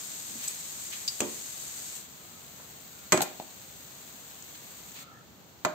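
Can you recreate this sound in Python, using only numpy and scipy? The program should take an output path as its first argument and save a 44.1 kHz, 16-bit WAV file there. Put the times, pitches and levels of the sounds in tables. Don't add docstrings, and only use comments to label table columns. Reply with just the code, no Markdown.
import sys
import numpy as np
from scipy import signal
from scipy.fft import rfft, irfft
from scipy.io import wavfile
from scipy.ndimage import uniform_filter1d

SR = 44100
rng = np.random.default_rng(int(sys.argv[2]) if len(sys.argv) > 2 else 0)


def generate_wav(signal):
    frames = np.transpose(np.atleast_2d(signal))
    scaled = np.clip(frames, -1, 1) * 32767
    pcm = np.round(scaled).astype(np.int16)
    wavfile.write(sys.argv[1], SR, pcm)


N = 253134


def amp(db):
    return 10 ** (np.asarray(db) / 20)


def unit(x):
    return x / np.sqrt(np.mean(x ** 2) + 1e-20)


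def read(points, hz):
    points_hz, values = np.transpose(points)
    return np.interp(np.log(hz + 1), np.log(points_hz + 1), values)


def at(start_s, sound):
    out = np.zeros((2, N))
    part = out[:, round(start_s * SR):][:, :sound.shape[1]]
    part += sound[:, :part.shape[1]]
    return out


def colour(x, db_at, size=2048):
    hz = abs(np.fft.fftfreq(size, 1 / SR))
    log_gain = np.log(amp(np.maximum(db_at(hz), -100)))
    taps = np.fft.ifft(np.exp(np.conj(signal.hilbert(log_gain)))).real
    return signal.oaconvolve(x, taps[None], axes=1)[:, :x.shape[1]]


def band(hz, centre_hz, octaves):
    return -10 * np.log10(1 + (np.log2((hz + 1) / centre_hz) / octaves) ** 4)


def lean(x, balance):
    left = colour(x[:1], lambda hz: read(balance, hz) / 2)
    right = colour(x[1:], lambda hz: -read(balance, hz) / 2)
    return np.vstack([left, right])


# (frequency [Hz], left-right coherence [0-1])
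COHERENCE = [(60, 0.51), (300, 0.6), (700, 0.6), (1400, 0), (3000, 0.03)]

def diffuse(count):
    left, independent = rfft(rng.standard_normal((2, count)))
    shared = read(COHERENCE, np.fft.rfftfreq(count, 1 / SR))
    right = shared * left + np.sqrt(1 - shared ** 2) * independent
    return irfft([left, right], count)


def dying(t60_at, count):
    hz, t, spectrum = signal.stft(diffuse(count), SR, nperseg=256)
    decay = np.exp(-np.log(1000) * t / t60_at(hz)[:, None])
    return signal.istft(spectrum * decay, SR, nperseg=256)[1][:, :count]


def ring(modes, t, spread_rad):
    hz, db, t60_s = np.transpose(modes)[:, :, None]
    lag = spread_rad * np.minimum(hz / 1000, 2) * rng.standard_normal((2, len(modes), 1))
    phase = 2 * np.pi * rng.random((len(modes), 1))
    return (amp(db - 60 * t / t60_s) * np.sin(2 * np.pi * hz * t + phase + lag)).sum(1)


def band_noise(centre_hz, octaves):
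    return unit(colour(diffuse(SR), lambda hz: band(hz, centre_hz, octaves)))


def swell(rise_s, fade_s):
    t = np.arange(SR) / SR
    return np.sqrt(np.minimum(t / rise_s, 1)) * np.exp(-np.maximum(t - rise_s, 0) / fade_s)


def arch(length_s):
    progress = np.minimum(np.arange(SR) / SR / length_s, 1)
    return np.sqrt(abs(np.sin(np.pi * progress)))


# (frequency [Hz], level [dB])
BACKGROUND_SPECTRUM = [(20, -38), (42, -43), (62, -0.5), (82, -3.5), (150, 2.5), (260, -2), (450, -6.5),
                       (800, -8.5), (1400, -12.5), (2200, -17), (6000, -16), (16000, -40)]

def background(level_db=-55):
    return amp(level_db) * unit(colour(diffuse(N), lambda hz: read(BACKGROUND_SPECTRUM, hz), size=8192))


# (time [s], switch [s], gain [dB], drift
# [dB/s], near share [0-1])
LISTENING_PLACES = [(0, .01, -42, 0, 0.85), (1.96, 0.11, -49.5, 0.66, 0.38), (5.03, 0.021, -63.5, 7, 0.05)]

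def listening_place():
    t = np.arange(N) / SR
    _, _, gain_db, _, near_share = LISTENING_PLACES[0]
    for start_s, switch_s, db, drift_db_per_s, share in LISTENING_PLACES:
        arrived = np.clip((t - start_s) / switch_s, 0, 1)
        gain_db += arrived * (db + drift_db_per_s * (t - start_s) - gain_db)
        near_share += arrived * (share - near_share)
    return gain_db, near_share


# (frequency [Hz], level [dB])
NEAR_SPECTRUM = [(200, -17.5), (700, -10.5), (1500, -8), (2800, -6), (4200, -1.5), (5500, 0), (7400, 3),
                 (9000, -2.5), (12000, -5.5), (15500, -7.5)]
FAR_SPECTRUM = [(200, -6), (700, 1.5), (1500, 0.5), (2400, 0), (4300, 3), (5000, -1), (7400, -2.5),
                (9000, -14), (12000, -1), (15500, 5.5)]
# (frequency [Hz], left minus right [dB])
SIZZLE_BALANCE = [(500, -5), (2300, -2), (4200, 1), (6000, 4.5), (7400, 0), (8600, 8.5), (12000, 12.5),
                  (15000, 5.5)]

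def sizzle(pops_per_s=2500, pops_db=-3, flicker_db=0.38, near_db=2.5, far_db=3.5):
    bursting = rng.random(N) < pops_per_s / SR
    pops = amp(pops_db) * unit(bursting * rng.standard_normal((2, N)))
    flicker = unit(uniform_filter1d(uniform_filter1d(rng.standard_normal(N), size=500), size=300))
    hiss = rng.standard_normal((2, N))
    bubbles = lean((hiss + pops) * amp(flicker_db * flicker), SIZZLE_BALANCE)
    near = amp(near_db) * unit(colour(bubbles, lambda hz: read(NEAR_SPECTRUM, hz)))
    far = amp(far_db) * unit(colour(bubbles, lambda hz: read(FAR_SPECTRUM, hz)))
    gain_db, near_share = listening_place()
    return amp(gain_db) * (near_share * near + (1 - near_share) * far)


def ball_roll(start_s=0.28, level_db=-52):
    rumble = band_noise(centre_hz=231, octaves=0.25)
    return at(start_s, amp(level_db) * arch(length_s=0.14) * rumble)


def oil_flare(start_s=0.4, level_db=-40.5):
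    hiss = band_noise(centre_hz=4500, octaves=1.16)
    return at(start_s, amp(level_db) * swell(rise_s=0.037, fade_s=0.11) * hiss)


# (time [s], length [s], level [dB], centre [Hz])
SKIMMER_SCRAPES = [(.43, 0.042, -39.5, 6800), (0.919, .045, -38.5, 3070), (2.569, .09, -56.5, 846),
                   (4.545, .025, -48.5, 3500), (4.945, 0.087, -47.5, 3040)]

def scrapes(rise_share=0.35):
    out = np.zeros((2, N))
    for start_s, length_s, db, hz in SKIMMER_SCRAPES:
        envelope = swell(rise_share * length_s, (1 - rise_share) * length_s)
        out += at(start_s, amp(db) * envelope * band_noise(hz, octaves=0.75))
    return out


# (time [s], level [dB], spot emphasis [Hz], tick [dB], t60 factor [x])
RIM_STRIKES = [(.4775, -30, 7500, 5, .4), (.4815, -26.5, 7900, 5, 0.26), (1.078, -16.5, 4770, 0, 0.73),
               (1.0845, -22.5, 5100, 1.5, 0.89), (3.1222, -18, 9200, -12, 1),
               (4.424, -47.5, 7000, 12.5, .3)]
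# (frequency [Hz], level [dB], t60 [s])
SKIMMER_MODES = [(3740, -5, .08), (4619, -4, .08), (4727, 0, .08), (4855, -6, .06), (5093, -6, .09),
                 (6508, 0, .08), (6697, -6, .15), (7417, -10, .06), (7908, 0, .2), (12320, 1, .15),
                 (12820, 1, .11)]

def clinks(tick_s=0.0035, ring_db=-4.5):
    out, t = np.zeros((2, N)), np.arange(SR // 3) / SR
    for start_s, db, spot_hz, tick_db, t60_factor in RIM_STRIKES:
        tick = amp(tick_db) * np.exp(-t / tick_s) * diffuse(len(t))
        tick = colour(tick, lambda hz: band(hz, 0.92 * spot_hz, octaves=0.55))
        steel = ring(np.array(SKIMMER_MODES) * [1, 1, t60_factor], t, spread_rad=0.35)
        steel = colour(steel, lambda hz: band(hz, spot_hz, octaves=0.17))
        out += at(start_s, amp(db) * (tick + amp(ring_db) * steel))
    return out


def blows(hits, modes, body, push_db, crack_db, crack_s, wall_db, wall_t60_s, modes_db):
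    out, t = np.zeros((2, N)), np.arange(SR // 2) / SR
    push = amp(push_db) * np.array([t == t[5], t == 0])
    for start_s, db, corner_hz, clatter_db, ring_db, spot_hz, lift_db in hits:
        crack = amp(crack_db) * np.exp(-t / crack_s) * diffuse(len(t))
        clatter = amp(wall_db + clatter_db) * dying(lambda hz: wall_t60_s / (1 + hz / 4000), len(t))
        hit = colour(push + crack + clatter, lambda hz: read(body, hz))
        hit += amp(modes_db + ring_db) * ring(modes, t, spread_rad=0.77)

        def contact_db(hz):
            spot_db = lift_db * amp(band(hz, spot_hz, octaves=0.28))
            return spot_db - 10 * np.log10(1 + (hz / corner_hz) ** 2)

        out += at(start_s, amp(db) * colour(hit, contact_db))
    return out


# (time [s], level [dB], corner [Hz], clatter [dB], ring [dB], spot [Hz], lift [dB])
PAN_HITS = [(1.2049, -11, 14000, -0.5, -1, 2750, 3.8), (1.2172, -13, 700, 5.5, 6, 367, 4.2)]
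# (frequency [Hz], level [dB], t60 [s])
PAN_MODES = [(226, -0.5, 0.58), (276, 2.5, 0.31), (356, -2.5, 0.36), (429, -2, 0.36), (589.5, 9.5, 0.18),
             (916, -4, 0.16), (1920, -4, 0.18), (2740, -10, 0.087), (3263, 1, .14)]
# (frequency [Hz], gain [dB])
PAN_RESPONSE = [(40, -40), (110, -0.5), (280, 2), (600, 0), (1000, 3), (1400, -4.5), (2200, -6.5),
                (2700, -2.5), (4200, -7.5), (7000, 5), (9000, -8), (15000, -11)]

def pan_bumps():
    return blows(PAN_HITS, PAN_MODES, PAN_RESPONSE, push_db=11, crack_db=-5, crack_s=0.0031,
                 wall_db=-14.5, wall_t60_s=0.28, modes_db=-31.5)


# (time [s], length [s], level [dB], pitch [Hz])
FAINT_SQUEAKS = [(2.151, 0.32, -64.5, 1280), (2.88, .36, -63, 1430), (4.98, .27, -56.5, 1310),
                 (5.11, .11, -61.5, 1700)]

def squeaks():
    return sum(at(start_s, amp(db) * arch(length_s) * band_noise(hz, octaves=0.075))
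               for start_s, length_s, db, hz in FAINT_SQUEAKS)


# (time [s], level [dB], corner [Hz], clatter [dB], ring [dB], spot [Hz], lift [dB])
CONTAINER_HITS = [(3.1219, -2, 16000, -0.5, -0.5, 1100, 4.5), (3.1268, -3.5, 4500, -3, 7, 2780, 6.5),
                  (3.1425, -4, 510, 1, -2, 360, 5), (3.1755, -10, 4500, -0.5, 3.5, 1110, 3.5),
                  (5.6497, -4, 2800, -7, -4, 1180, 9.5), (5.6568, -16, 3000, 0, 6.5, 616, 10)]
# (frequency [Hz], level [dB], t60 [s])
CONTAINER_MODES = [(174.4, -4, 0.22), (253, -3, 0.13), (366, 1.5, 0.12), (440, -3.5, 0.11),
                   (616.4, 4, 0.19), (720, -16, 0.14), (860, -11, 0.18), (1063, -2, 0.14), (1217, -4, 0.13),
                   (1387, -11.5, 0.3), (1690, -6, 0.13), (2010, -3, 0.12), (2443, -6.5, 0.16)]
# (frequency [Hz], gain [dB])
CONTAINER_RESPONSE = [(40, -36), (100, -2.5), (170, 0), (300, 4), (500, -0.5), (650, 5.5), (1050, -2),
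                      (1700, 0.5), (2700, -6), (4500, -6), (7000, 1), (9000, -12), (15000, -12)]

def container_knocks():
    return blows(CONTAINER_HITS, CONTAINER_MODES, CONTAINER_RESPONSE, push_db=8.5, crack_db=-4.5,
                 crack_s=0.0039, wall_db=-15, wall_t60_s=0.27, modes_db=-29.5)


# (time [s], level [dB], corner [Hz], clatter [dB], ring [dB], spot [Hz], lift [dB])
LINING_HITS = [(3.2071, -4, 2000, -10, -8.5, 814, 4.6), (3.2225, -8, 1800, 2, -9, 700, 3.5),
               (3.3995, -13.5, 1200, -2, -9, 700, 2.9)]
# (frequency [Hz], gain [dB])
LINING_RESPONSE = [(40, -31), (110, -10), (190, -0.5), (450, -3.5), (820, 5), (1100, -7.5), (2200, -9),
                   (4500, -4), (9000, -11), (15000, -14)]

def ball_landings():
    return blows(LINING_HITS, CONTAINER_MODES, LINING_RESPONSE, push_db=13.5, crack_db=-8.5,
                 crack_s=0.0045, wall_db=-14.5, wall_t60_s=0.13, modes_db=-32.5)


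def paper_crumple(start_s=3.2164, level_db=-22.5):
    rustle = band_noise(centre_hz=6940, octaves=0.9)
    return at(start_s, amp(level_db) * swell(rise_s=0.0033, fade_s=0.0097) * rustle)


# (frequency [Hz], t60 [s])
KITCHEN_T60 = [(100, 0.16), (400, 0.53), (1000, 0.39), (3000, 0.49), (8000, 0.24), (15000, 0.23)]

def kitchen_reverb(x, build_s=0.013):
    t = np.arange(SR) / SR
    tail = dying(lambda hz: read(KITCHEN_T60, hz), SR) * (1 - np.exp(-t / build_s))
    return signal.fftconvolve(x, tail / np.linalg.norm(tail[0]), axes=1)[:, :N]


# (frequency [Hz], left minus right [dB])
UTENSIL_BALANCE = [(150, -1.5), (400, -3), (1000, 2), (2500, -3.5), (4500, 3.5), (7000, -1), (8500, 5.5),
                   (13000, 9.5)]

def scene():
    steady = background() + sizzle()
    handling = ball_roll() + oil_flare() + scrapes() + pan_bumps() + squeaks()
    handling += container_knocks() + ball_landings() + paper_crumple()
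    steel = clinks()
    reverb = kitchen_reverb(amp(-13.5) * handling + amp(-16) * steel)
    return steady + lean(handling + steel + reverb, UTENSIL_BALANCE)


# (frequency [Hz], gain [dB])
OVERALL_TONE = [(25, -6), (65, 0), (4500, 0.5), (4800, -3), (6000, -3), (6350, 4), (8450, 4.5),
                (8750, -4.5), (10200, -9.5), (10800, -30), (11300, -52), (11600, 1)]

def record(dry):
    heard = colour(dry, lambda hz: read(OVERALL_TONE, hz))
    lowpass = signal.firwin(401, cutoff=15650, window=("kaiser", 9), fs=SR)
    return signal.oaconvolve(heard, lowpass[None], "same")


dry = scene()
out = record(dry)
generate_wav(out)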